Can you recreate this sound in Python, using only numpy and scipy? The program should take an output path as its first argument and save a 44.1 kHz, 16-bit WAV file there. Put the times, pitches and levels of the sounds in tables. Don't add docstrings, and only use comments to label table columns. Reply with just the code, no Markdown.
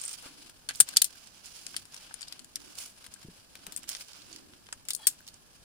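import sys
import numpy as np
from scipy import signal
from scipy.fft import rfft, irfft
from scipy.io import wavfile
from scipy.ndimage import uniform_filter1d

SR = 44100
rng = np.random.default_rng(int(sys.argv[2]) if len(sys.argv) > 2 else 0)


def generate_wav(sig):
    pcm = np.round(np.clip(np.atleast_2d(sig).T, -1, 1) * 32767).astype(np.int16)
    wavfile.write(sys.argv[1], SR, pcm)


N = 248710


def amp(db):
    return 10 ** (np.asarray(db) / 20)


def evened(x):
    return x / np.sqrt(np.mean(x ** 2) + 1e-20)


def smoothed(x, first, second):
    return uniform_filter1d(uniform_filter1d(x, first), second)


def read(points, hz):
    f, value = np.transpose(points)
    return np.interp(np.log(hz + 1), np.log(f + 1), value)


def add(mix, s, sound):
    part = mix[:, round(s * SR):][:, :sound.shape[1]]
    part += sound[:, :part.shape[1]]


def coloured(x, points):
    return evened(irfft(rfft(x) * amp(read(points, np.fft.rfftfreq(N, 1 / SR))), N))


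def pair(pan_db):
    gains = np.array([amp(pan_db / 2), amp(-pan_db / 2)])
    return gains * 2 / gains.sum(0)


def fuzzy(noise, hz, width):
    r = np.exp(-np.pi * width / SR)
    slow = signal.lfilter([1 - r], [1, -2 * r, r * r], noise)
    phase = 2 * np.pi * np.cumsum(hz * np.ones(noise.shape[-1])) / SR
    return evened((slow * np.exp(1j * phase)).real)


def metal_ring(t, t60, best_hz):
    # f/Hz, relative level/dB, t60 before hand damping/s
    modes = [(958, -12, 0.0347), (1392, -6.5, 0.039), (1660, -11, 0.052), (2004, -14, 0.033),
             (2345, -9.5, 0.045), (2950, -7, 0.018), (3670, -17, .06), (3837, -8.5, 0.036), (4430, 4, .05),
             (4270, -8.5, 0.076), (4850, 5.5, 0.094), (5425, 9, 0.056), (6270, -5, .05), (6300, -5.5, .1),
             (7620, -7, .05), (7130, 8, .07), (7800, -7, 0.044), (8520, 6.5, 0.039), (8884, 1, .055),
             (8810, -19, .045), (9140, 10.5, 0.02), (9640, 3.5, 0.14), (9320, -2.5, 0.24), (10160, 0, .06),
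             (10600, 0, 0.015), (10610, -31.5, .045), (12450, -3.5, 0.023), (13500, -2.5, .07),
             (14370, 2, 0.17), (15040, 16, 0.15)]
    f, db, own_t60 = np.transpose(modes)[:, :, None]
    near = np.exp(-(np.log(f / best_hz) / .06) ** 2)
    share = 0.29 * rng.standard_normal((len(f), 1)) + 1.4 * rng.standard_normal((2, len(f), 1)) + near
    rate = np.log(1000) * (1 / own_t60 + 2.7 * (1 - .5 * near) / t60)
    return (share * amp(db) * np.sin(2 * np.pi * f * t) * np.exp(-rate * t)).sum(1)


def knock(s, treble_db, thud_db, clack_db, tick_db, t60, pan_db, best_hz):
    band_hz = [150, 650, 1600, 4300, 8700, 13500, 16200]
    # f/Hz, share
    pan_share = [(1300, 0.13), (4300, 0.12), (8700, 1.2), (13500, 0.3)]
    # t/s, lag/ms
    left_lag = [(.3, .11), (.6, -.27), (2.3, -.18), (2.6, .09), (3.2, -.09), (3.7, .05), (4.5, .13)]
    rattle_db, ring_db = -5, -1.5
    cable_hz, cable_db = 1594, 5.5
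    size = 6144
    t, hz = np.arange(size) / SR, np.fft.rfftfreq(size, 1 / SR)
    band_db = [thud_db - 8.0, thud_db - 3, thud_db + 7, clack_db + 4.5, 0, tick_db, tick_db - 5.5]
    colour = list(zip(band_hz, band_db))

    noise = rng.standard_normal((4, size))
    chatter_s = 0.00066 + 0.00081 * amp(treble_db / 3)
    contacts = noise[0] ** 3 * (t < chatter_s) * np.minimum(t / 0.00035, 1)
    contacts[8] += 6.0
    ring = rfft(metal_ring(t, t60, best_hz)) * rfft(contacts)

    lumps = amp(4.6 * evened(smoothed(noise[3], 50, 30)))
    rattle = lumps * amp(rattle_db - 60 * t / t60)
    fall = rattle + np.exp(-np.maximum(t - chatter_s, 0) / 0.0025)
    crack = rfft((noise[1] + 1.3 * noise[1:3]) * np.minimum(t / 0.00015, 1) * fall)
    both = crack / np.linalg.norm(crack) + amp(ring_db) * ring / np.linalg.norm(ring)

    both = both / np.sqrt(uniform_filter1d((abs(both) ** 2).mean(0), size=300))
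    best_peak_db = 5.5 * np.exp(-(np.log((hz + 1) / best_hz) / 0.1) ** 2)
    clank_db = cable_db * np.exp(-(np.log((hz + 1) / cable_hz) / 0.052) ** 2)
    both = both * amp(read(colour, hz) + best_peak_db + clank_db)
    both[0] *= np.exp(-2j * np.pi * hz * np.interp(s, *np.transpose(left_lag)) / 1000)

    treble = irfft(both * (hz > 6500) * (hz < 11000), size)
    loudest = np.sqrt(uniform_filter1d((treble ** 2).mean(0), 88).max())
    panned = irfft(both * pair(pan_db * read(pan_share, hz)), size)
    heard = np.roll(panned, 44, axis=1)
    return amp(treble_db) * heard / loudest


def slide():
    # t/s, below 1 kHz/dB, above/dB
    song_level = [(4.975, -81, -70), (5.006, -46, -58), (5.023, -66, -59.5), (5.035, -64, -48.5),
                  (5.063, -65, -51)]
    # f/Hz, width before the factor 1.7/Hz, relative level/dB
    song_modes = [(860, 64, -3.5), (1800, 41, -14), (3310, 74, -2.5), (4020, 50, -9), (4600, 150, -6.5),
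                  (5350, 85, -18)]
    s, low_db, high_db = np.transpose(song_level)
    t = np.arange(s[0], s[-1], 1 / SR)
    out = np.zeros((2, len(t)))
    for hz, width, db in song_modes:
        a, b, c, d = rng.standard_normal((4, len(t)))
        level_db = np.interp(t, s, low_db if hz < 1000 else high_db)
        noise = a + 1j * b + .5 * np.array([c, d])
        out += amp(db + level_db) * fuzzy(noise, hz, width * 1.7)
    return s[0], out * signal.windows.tukey(len(t), .15)


def rock(x):
    # f/Hz, t60/s
    rock_t60 = [(500, 0.038), (3000, 0.095), (9000, 0.072), (15000, 0.027)]
    size = 12000
    taps = rng.choice([-1., 1.], (2, size)) * (rng.random((2, size)) < .06) * (np.arange(size) > 120)
    hz, t, z = signal.stft(taps, SR, nperseg=128)
    tail = signal.istft(z * amp(-60 * t / read(rock_t60, hz)[:, None]), SR, nperseg=128)[1]
    return signal.oaconvolve(x, tail / np.linalg.norm(tail[0]), axes=1)[:, :N]


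def strokes():
    # end of rise t/s, length/s, scuff/dB, rasp/dB, fizz/dB, left-right/dB
    drags = [(0.0, 0.14, -59, -49.5, -46.5, -6), (0.238, 0.03, -54.5, -56, -56, 2),
             (0.164, 0.33, -64.5, -56, -60.5, 16), (0.745, 0.09, -65, -58, -52.5, -8),
             (0.869, 0.06, -57, -50, -54, 8), (.99, 0.075, -80, -55, -54, -1),
             (1.096, 0.31, -67, -59.5, -61.5, -2), (1.446, 0.35, -67, -56, -55.5, 0.5),
             (1.926, 0.13, -62.5, -56, -58, 6), (2.05, 0.31, -63.5, -56, -67, 20),
             (2.6, .15, -64, -60, -59, 1), (2.778, 0.078, -58, -51, -46, 3),
             (2.988, 0.41, -67.5, -61.5, -64.5, 10), (3.537, 0.29, -65.5, -61, -65.5, 6),
             (3.672, 0.031, -56, -67, -64, -3), (3.89, 0.12, -62, -50.5, -49.5, 0),
             (4.09, 0.11, -62.5, -56.5, -60, -2), (4.232, 0.15, -66, -59.5, -61.5, 2),
             (4.997, 0.13, -62, -58.5, -57, 27), (5.143, 0.12, -78, -65.5, -80, 13)]
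    # scuff, rasp, fizz [dB]
    rest_db = [-71, -65.5, -67]
    rest_pan_db, rise_s, fall_s = 10, 0.016, 0.021
    sag = 0.27
    t = np.arange(0, N, 64) / SR
    start, length, *levels_db, pan_db = np.transpose(drags)[:, :, None]
    rise = np.clip((t - start) / rise_s + 1, 0, 1) ** 2
    fall = np.exp(-np.maximum(t - start - length, 0) / fall_s)
    on = rise * fall * (1 - sag * np.clip((t - start) / length, 0, 1))
    power, rest = on * amp(2 * np.array(levels_db)), amp(2 * np.array(rest_db))
    total = power.sum(1) + rest[:, None]
    pan = ((power[1] * pan_db).sum(0) + rest[1] * rest_pan_db) / total[1]
    return t, *(10 * np.log10(total)), pan


def scrape():
    # f/Hz, relative level/dB
    scuff_colour = [(290, -30.5), (500, -5.5), (733, -6), (1570, -2), (1820, -12.5), (3000, -9),
                    (3900, -27.5), (6600, -120)]
    rasp_colour = [(1180, -45), (2000, -9.5), (2290, -3.5), (3160, 1), (3750, 0), (4950, 4.5), (5860, -3.5),
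                   (7000, -10), (9100, -38), (15400, -120)]
    fizz_colour = [(3530, -27), (6000, -8.5), (7600, -3), (8460, -4), (9620, -4.5), (10200, -2.5),
                   (10400, -5), (12100, -17), (15100, -9.5), (16200, -26.5)]
    s, scuff_db, rasp_db, fizz_db, pan_db = strokes()
    t = np.arange(N) / SR
    clumps = evened(smoothed(rng.standard_normal(N), 500, 300))
    sizes = amp(4.5 * np.minimum(rng.exponential(1, N), 3.5))
    grains = sizes * (rng.random(N) < 1200 / SR) * rng.choice([-1, 1], N)
    grain_shape = rng.standard_normal((2, 60)) * np.exp(-np.arange(60) / 12)
    grains = signal.oaconvolve(grains[None], grain_shape, axes=1)[:, :N]
    common = .5 * rng.standard_normal(N)
    hiss = np.array([np.roll(common, 3), common]) + 1.5 * rng.standard_normal((2, N))
    source = (hiss + 0.75 * evened(grains)) * amp(2.3 * clumps)
    out = amp(np.interp(t, s, fizz_db) - 8.5) * fuzzy(source * (1 + 0j), 9900, 160)
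    layers = [(scuff_colour, scuff_db, .2), (rasp_colour, rasp_db, .45), (fizz_colour, fizz_db, 1)]
    for colour, db, share in layers:
        gains = pair(share * np.interp(t, s, pan_db))
        out = out + gains * amp(np.interp(t, s, db)) * coloured(source, colour)
    return out


def bump(level_db, pitch_hz, t60):
    t = np.arange(6000) / SR
    overtone = .5 * np.sin(2 * np.pi * pitch_hz * 2.3 * t) * amp(-400 * t)
    push = np.sin(2 * np.pi * pitch_hz * t) + overtone
    push = push + .5 * evened(smoothed(rng.standard_normal(len(t)), 80, 60))
    return amp(level_db + 4.5 - 60 * t / t60) * np.minimum(t / .004, 1) * push * pair(1.5)[:, None]


def breeze():
    # start t/s, length/s, level/dB, target f/Hz (blended with the resting pitch)
    swells = [(0.203, 0.318, -65, 300), (0.873, .12, -63.5, 260), (1.607, .24, -65, 284.6),
              (2.312, .2, -68, 249.6), (2.539, .21, -61, 300.3), (3.45, .55, -66.5, 281.5),
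              (4.139, .52, -62.5, 319.2)]
    rumble_db, rest_db, rest_hz = -69, -74.5, 258.7
    rumble_colour = [(15, -9), (30, -3.0), (160, -8.5), (260, -20.5), (600, -48.0)]  # f/Hz, level/dB
    t = np.arange(N) / SR
    start, length, db, hz = np.transpose(swells)[:, :, None]
    swell = amp(db) * np.sin(np.pi * np.clip((t - start) / length, 0, 1))
    rest = amp(rest_db)
    level = swell.sum(0) + rest
    moan_hz = ((swell * hz).sum(0) + rest * rest_hz) / level
    noise = rng.standard_normal((5, N))
    lumps = amp(2.5 * evened(smoothed(noise[4], 1500, 900)))
    rumble = coloured(lumps * (noise[:2] + 0.62 * noise[2]), rumble_colour)
    moan = fuzzy(noise[2] + 1j * noise[3] + 5.1 * noise[:2], moan_hz, 150)
    return amp(rumble_db) * rumble + level * moan


def air():
    # f/Hz, relative level/dB
    air_colour = [(12, -29.5), (20, -6.5), (199, -4.5), (545, -11), (610, -9.5), (1540, -17.5),
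                  (1670, -8.5), (1980, -21.5), (3010, -22.5), (3870, -17.5), (5120, -17.5), (14900, -17.5),
                  (16200, -39.5)]
    # f/Hz, coefficient
    likeness = [(60, 0.34), (240, 0.46), (950, 0.3), (3770, -0.59), (15000, -0.86)]
    air_db = -62
    a, b = rfft(rng.standard_normal((2, N)))
    same = read(likeness, np.fft.rfftfreq(N, 1 / SR))
    return amp(air_db) * coloured(irfft([a, same * a + np.sqrt(1 - same ** 2) * b], N), air_colour)


def scene():
    # t/s, treble level/dB, thud/dB, clack/dB, tick/dB (these three before band offsets),
    # rattle t60/s, left-right before band share/dB, best-rung f/Hz
    blows = [(.014, -31.5, -37, -25, -33, 0.087, 3, 8900), (0.0376, -31.5, -25, -30, -31, 0.037, 0, 9000),
             (.0508, -31.5, -28, -36, -36, 0.039, 7, 8900), (0.06, -31.5, -23, -27, -31, 0.073, -6, 8750),
             (0.0792, -30, -29, -20, -26, .04, 1, 8790), (.0924, -36.5, -27, -25, -26, 0.1, 5, 9200),
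             (.1128, -39, -18, -17, -26, .045, 0, 8700), (0.1297, -38, -23, -28, -32, 0.069, 8, 8900),
             (.224, -46.5, -20, -10, -7, .055, -3, 9900), (0.463, -54, -13, -9, -21, .058, 14, 8000),
             (0.497, -51, -7, -13, -5, 0.046, 13, 10000), (0.6888, -30.5, -9, 3, -12, 0.075, 24, 9560),
             (0.692, -40.5, 1.5, -6, -17, .07, -8, 1590), (0.7009, -48.5, 0, 8, -11, 0.1, 12, 2830),
             (0.708, -46, 7, 4, -11, 0.076, 9, 1600), (0.74, -59, -14, -4, -19, .045, -1, 4350),
             (.75, -51.5, -6, 9, -16, 0.09, -13, 5120), (.756, -39.5, -28, -5, -7, 0.093, 1, 8700),
             (0.8019, -7, -19, -27.5, -21, 0.043, 30, 9700), (0.8063, -9, -24, -11.5, -7, 0.044, 2, 8400),
             (0.8883, -34, -13, -8.5, -12, .05, 24, 4200), (0.9383, -53, -11, 2, -27, .05, 25, 4260),
             (.9624, -35, -11, 1, -16, 0.11, 6, 4460), (0.9691, -12.5, -20.5, -4, -12, 0.036, 9, 4680),
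             (1.0178, -20, -17, -3, 0, 0.027, 22, 3900), (1.0203, -13.5, -22, -8, -4, 0.039, 10, 9900),
             (1.0433, -23, -26, -6, -3, 0.073, 17, 9600), (1.271, -49.5, -12, -7, -25, 0.063, -1, 5070),
             (1.458, -43.5, -28, -11, -16, 0.11, -7, 5060), (1.5663, -47, -28, -4, -20, 0.085, 1, 9840),
             (1.666, -34, -13.5, -5, -23, 0.04, 22, 5300), (1.7427, -53, 8.5, 5, -18, 0.066, -2, 3080),
             (1.765, -27.5, -14, 1.5, -12, .054, 20, 9600), (1.8532, -48.5, -12.5, -8, -14, 0.1, 22, 5000),
             (1.922, -55, -17, 0, -14, .05, 2, 4930), (1.944, -41.5, -12, -7, -12, .046, 18, 5490),
             (1.964, -45, -19, -4, -19.5, .05, 0, 5600), (1.976, -48, -15, 0, -21, 0.043, -8, 5400),
             (2.1092, -68, 24.5, -7, -1, 0.057, -1, 2940), (2.1409, -34, -15, -10.5, -19, 0.034, 19, 9660),
             (2.2093, -39.5, -18, -7, -27, 0.07, 11, 4960), (2.217, -38, -16, -3, -18, 0.068, 12, 8000),
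             (2.2285, -46, -4, 9, -21, 0.065, 31, 4720), (2.282, -44, -39, 7.5, -11, 0.036, 26, 4950),
             (2.3241, -41, -6.5, 8.5, -5, 0.035, 28, 5240), (2.3927, -46, -8, 5.5, -10, 0.055, 30, 7770),
             (2.4453, -43.5, -17, -8, -10, 0.032, 17, 7300), (2.5567, -27, -28, -7, -11.5, 0.018, 12, 5370),
             (2.565, -46, -7.5, -3, -20, 0.074, 5, 2750), (2.753, -48, -22, -4, -7, 0.059, 9, 4900),
             (2.7857, -38, -17, -0.5, -3, .05, -12, 10110), (3.042, -50.5, -5, 0, -6, .12, 24, 4080),
             (3.0637, -47, -5, 3.5, -5, .054, 25, 9160), (3.1389, -38.5, -39, -8.5, -17, 0.036, 19, 8740),
             (3.1601, -74, 16, -15, -9, 0.051, -10, 1630), (3.2287, -54, -5, 5.5, -7, 0.086, 20, 2181),
             (3.5533, -47, 0.5, 1.5, -3.5, 0.023, 17, 3380), (3.666, -38.5, -4, -2, -2, .045, 16, 9120),
             (3.7218, -41, -16, 1, -2, 0.11, 26, 7540), (3.763, -27.5, -30, -18.5, -21, 0.02, 22, 8300),
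             (3.7728, -35, -24, -10, -5, 0.097, 10, 8800), (3.8312, -45.5, -11, -4, -10, 0.13, -8, 10050),
             (3.84, -57.5, 2.5, 4, -10, 0.046, -3, 2900), (3.8906, -31.5, -16, -1.5, -1, 0.042, -12, 7800),
             (3.8984, -31.5, -21, -13, -13, 0.058, 1, 9300), (3.929, -40, -13, -7, -16, 0.097, 4, 5040),
             (3.9496, -43, -3, 9, -23, 0.084, 18, 6040), (4.0086, -45.5, -5.5, 3, -7, .064, 18, 5110),
             (4.083, -50, -30, -4, -15, .05, 0, 6000), (4.132, -48.5, -19, 5, -8, 0.065, -3, 5150),
             (4.219, -52, -9, 2.5, -23, 0.042, 15, 3900), (4.2932, -58, -16, -9, -19.5, .044, 8, 8000),
             (4.3279, -48, -17, 0, -27, 0.21, -17, 3230), (4.361, -45, -14, 0, -7, .05, -1, 5060),
             (4.535, -63.5, 11.5, 10.5, -16, .05, 2, 3420), (4.667, -56, -9, 5, -20, 0.043, 18, 3320),
             (4.6877, -58.5, 10.5, 4, -19, 0.044, 13, 890), (4.7261, -34.5, -7.5, -13, -24, 0.043, 4, 5440),
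             (4.8515, -54, -14, 0.5, -8, .05, 19, 9700), (4.8857, -27, -17, -6.5, -11, 0.096, 13, 8000),
             (4.9048, -25.5, -18.5, -16, -6.5, 0.074, 8, 8100), (4.906, -36, -15, 9, -6.5, 0.09, 10, 3550),
             (4.9333, -31, -51, -5, -8, .063, 14, 9500), (4.9488, -27.5, -51, -4, -9, 0.037, 29, 10200),
             (4.9625, -37, -42, -23, -15, 0.091, 10, 9470),
             (5.0694, -12.5, -21.5, -9.5, -3, 0.075, 9.5, 8700),
             (5.0768, -26, -39, -0.5, 0, 0.11, -8, 8600), (5.267, -50, -21, 2, -8, .05, 4, 7270),
             (5.277, -46, -15, 4, -4, 0.053, 2, 7300), (5.285, -47.5, -18, 0, -9, .06, 3, 4260),
             (5.3418, -47.5, -41, -4, -20, 0.031, -10, 7050)]
    # t/s, level before +4.5 dB/dB, f/Hz, t60/s
    pushes = [(0.259, -40.5, 276, 0.023), (0.803, -45, 155, 0.072), (3.246, -45.5, 151, 0.083),
              (3.282, -44, 180, 0.08), (3.669, -52.5, 171, 0.11), (3.68, -52.5, 187, 0.076)]
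    metal, bumps = np.zeros((2, 2, N))
    for row in blows:
        add(metal, row[0] - .0008, knock(*row))
    add(metal, *slide())
    for s, *row in pushes:
        add(bumps, s, bump(*row))
    return metal + amp(-17) * rock(metal) + bumps + scrape() + breeze() + air()


def record(dry):
    # f/Hz, left-right/dB
    port_pan = [(100, 1), (1000, -4), (3000, -4.5), (6000, -7.5), (9000, 0.5), (12000, 0.5), (15000, -4)]
    edge_hz = 16250
    ports = pair(read(port_pan, np.fft.rfftfreq(N, 1 / SR)))
    heard = np.clip(irfft(rfft(dry) * ports, N), -.96, .96)
    lowpass = signal.firwin(511, edge_hz, window=("kaiser", 9), fs=SR)
    return signal.oaconvolve(heard, lowpass[None], "same")


dry = scene()
out = record(dry)
generate_wav(out)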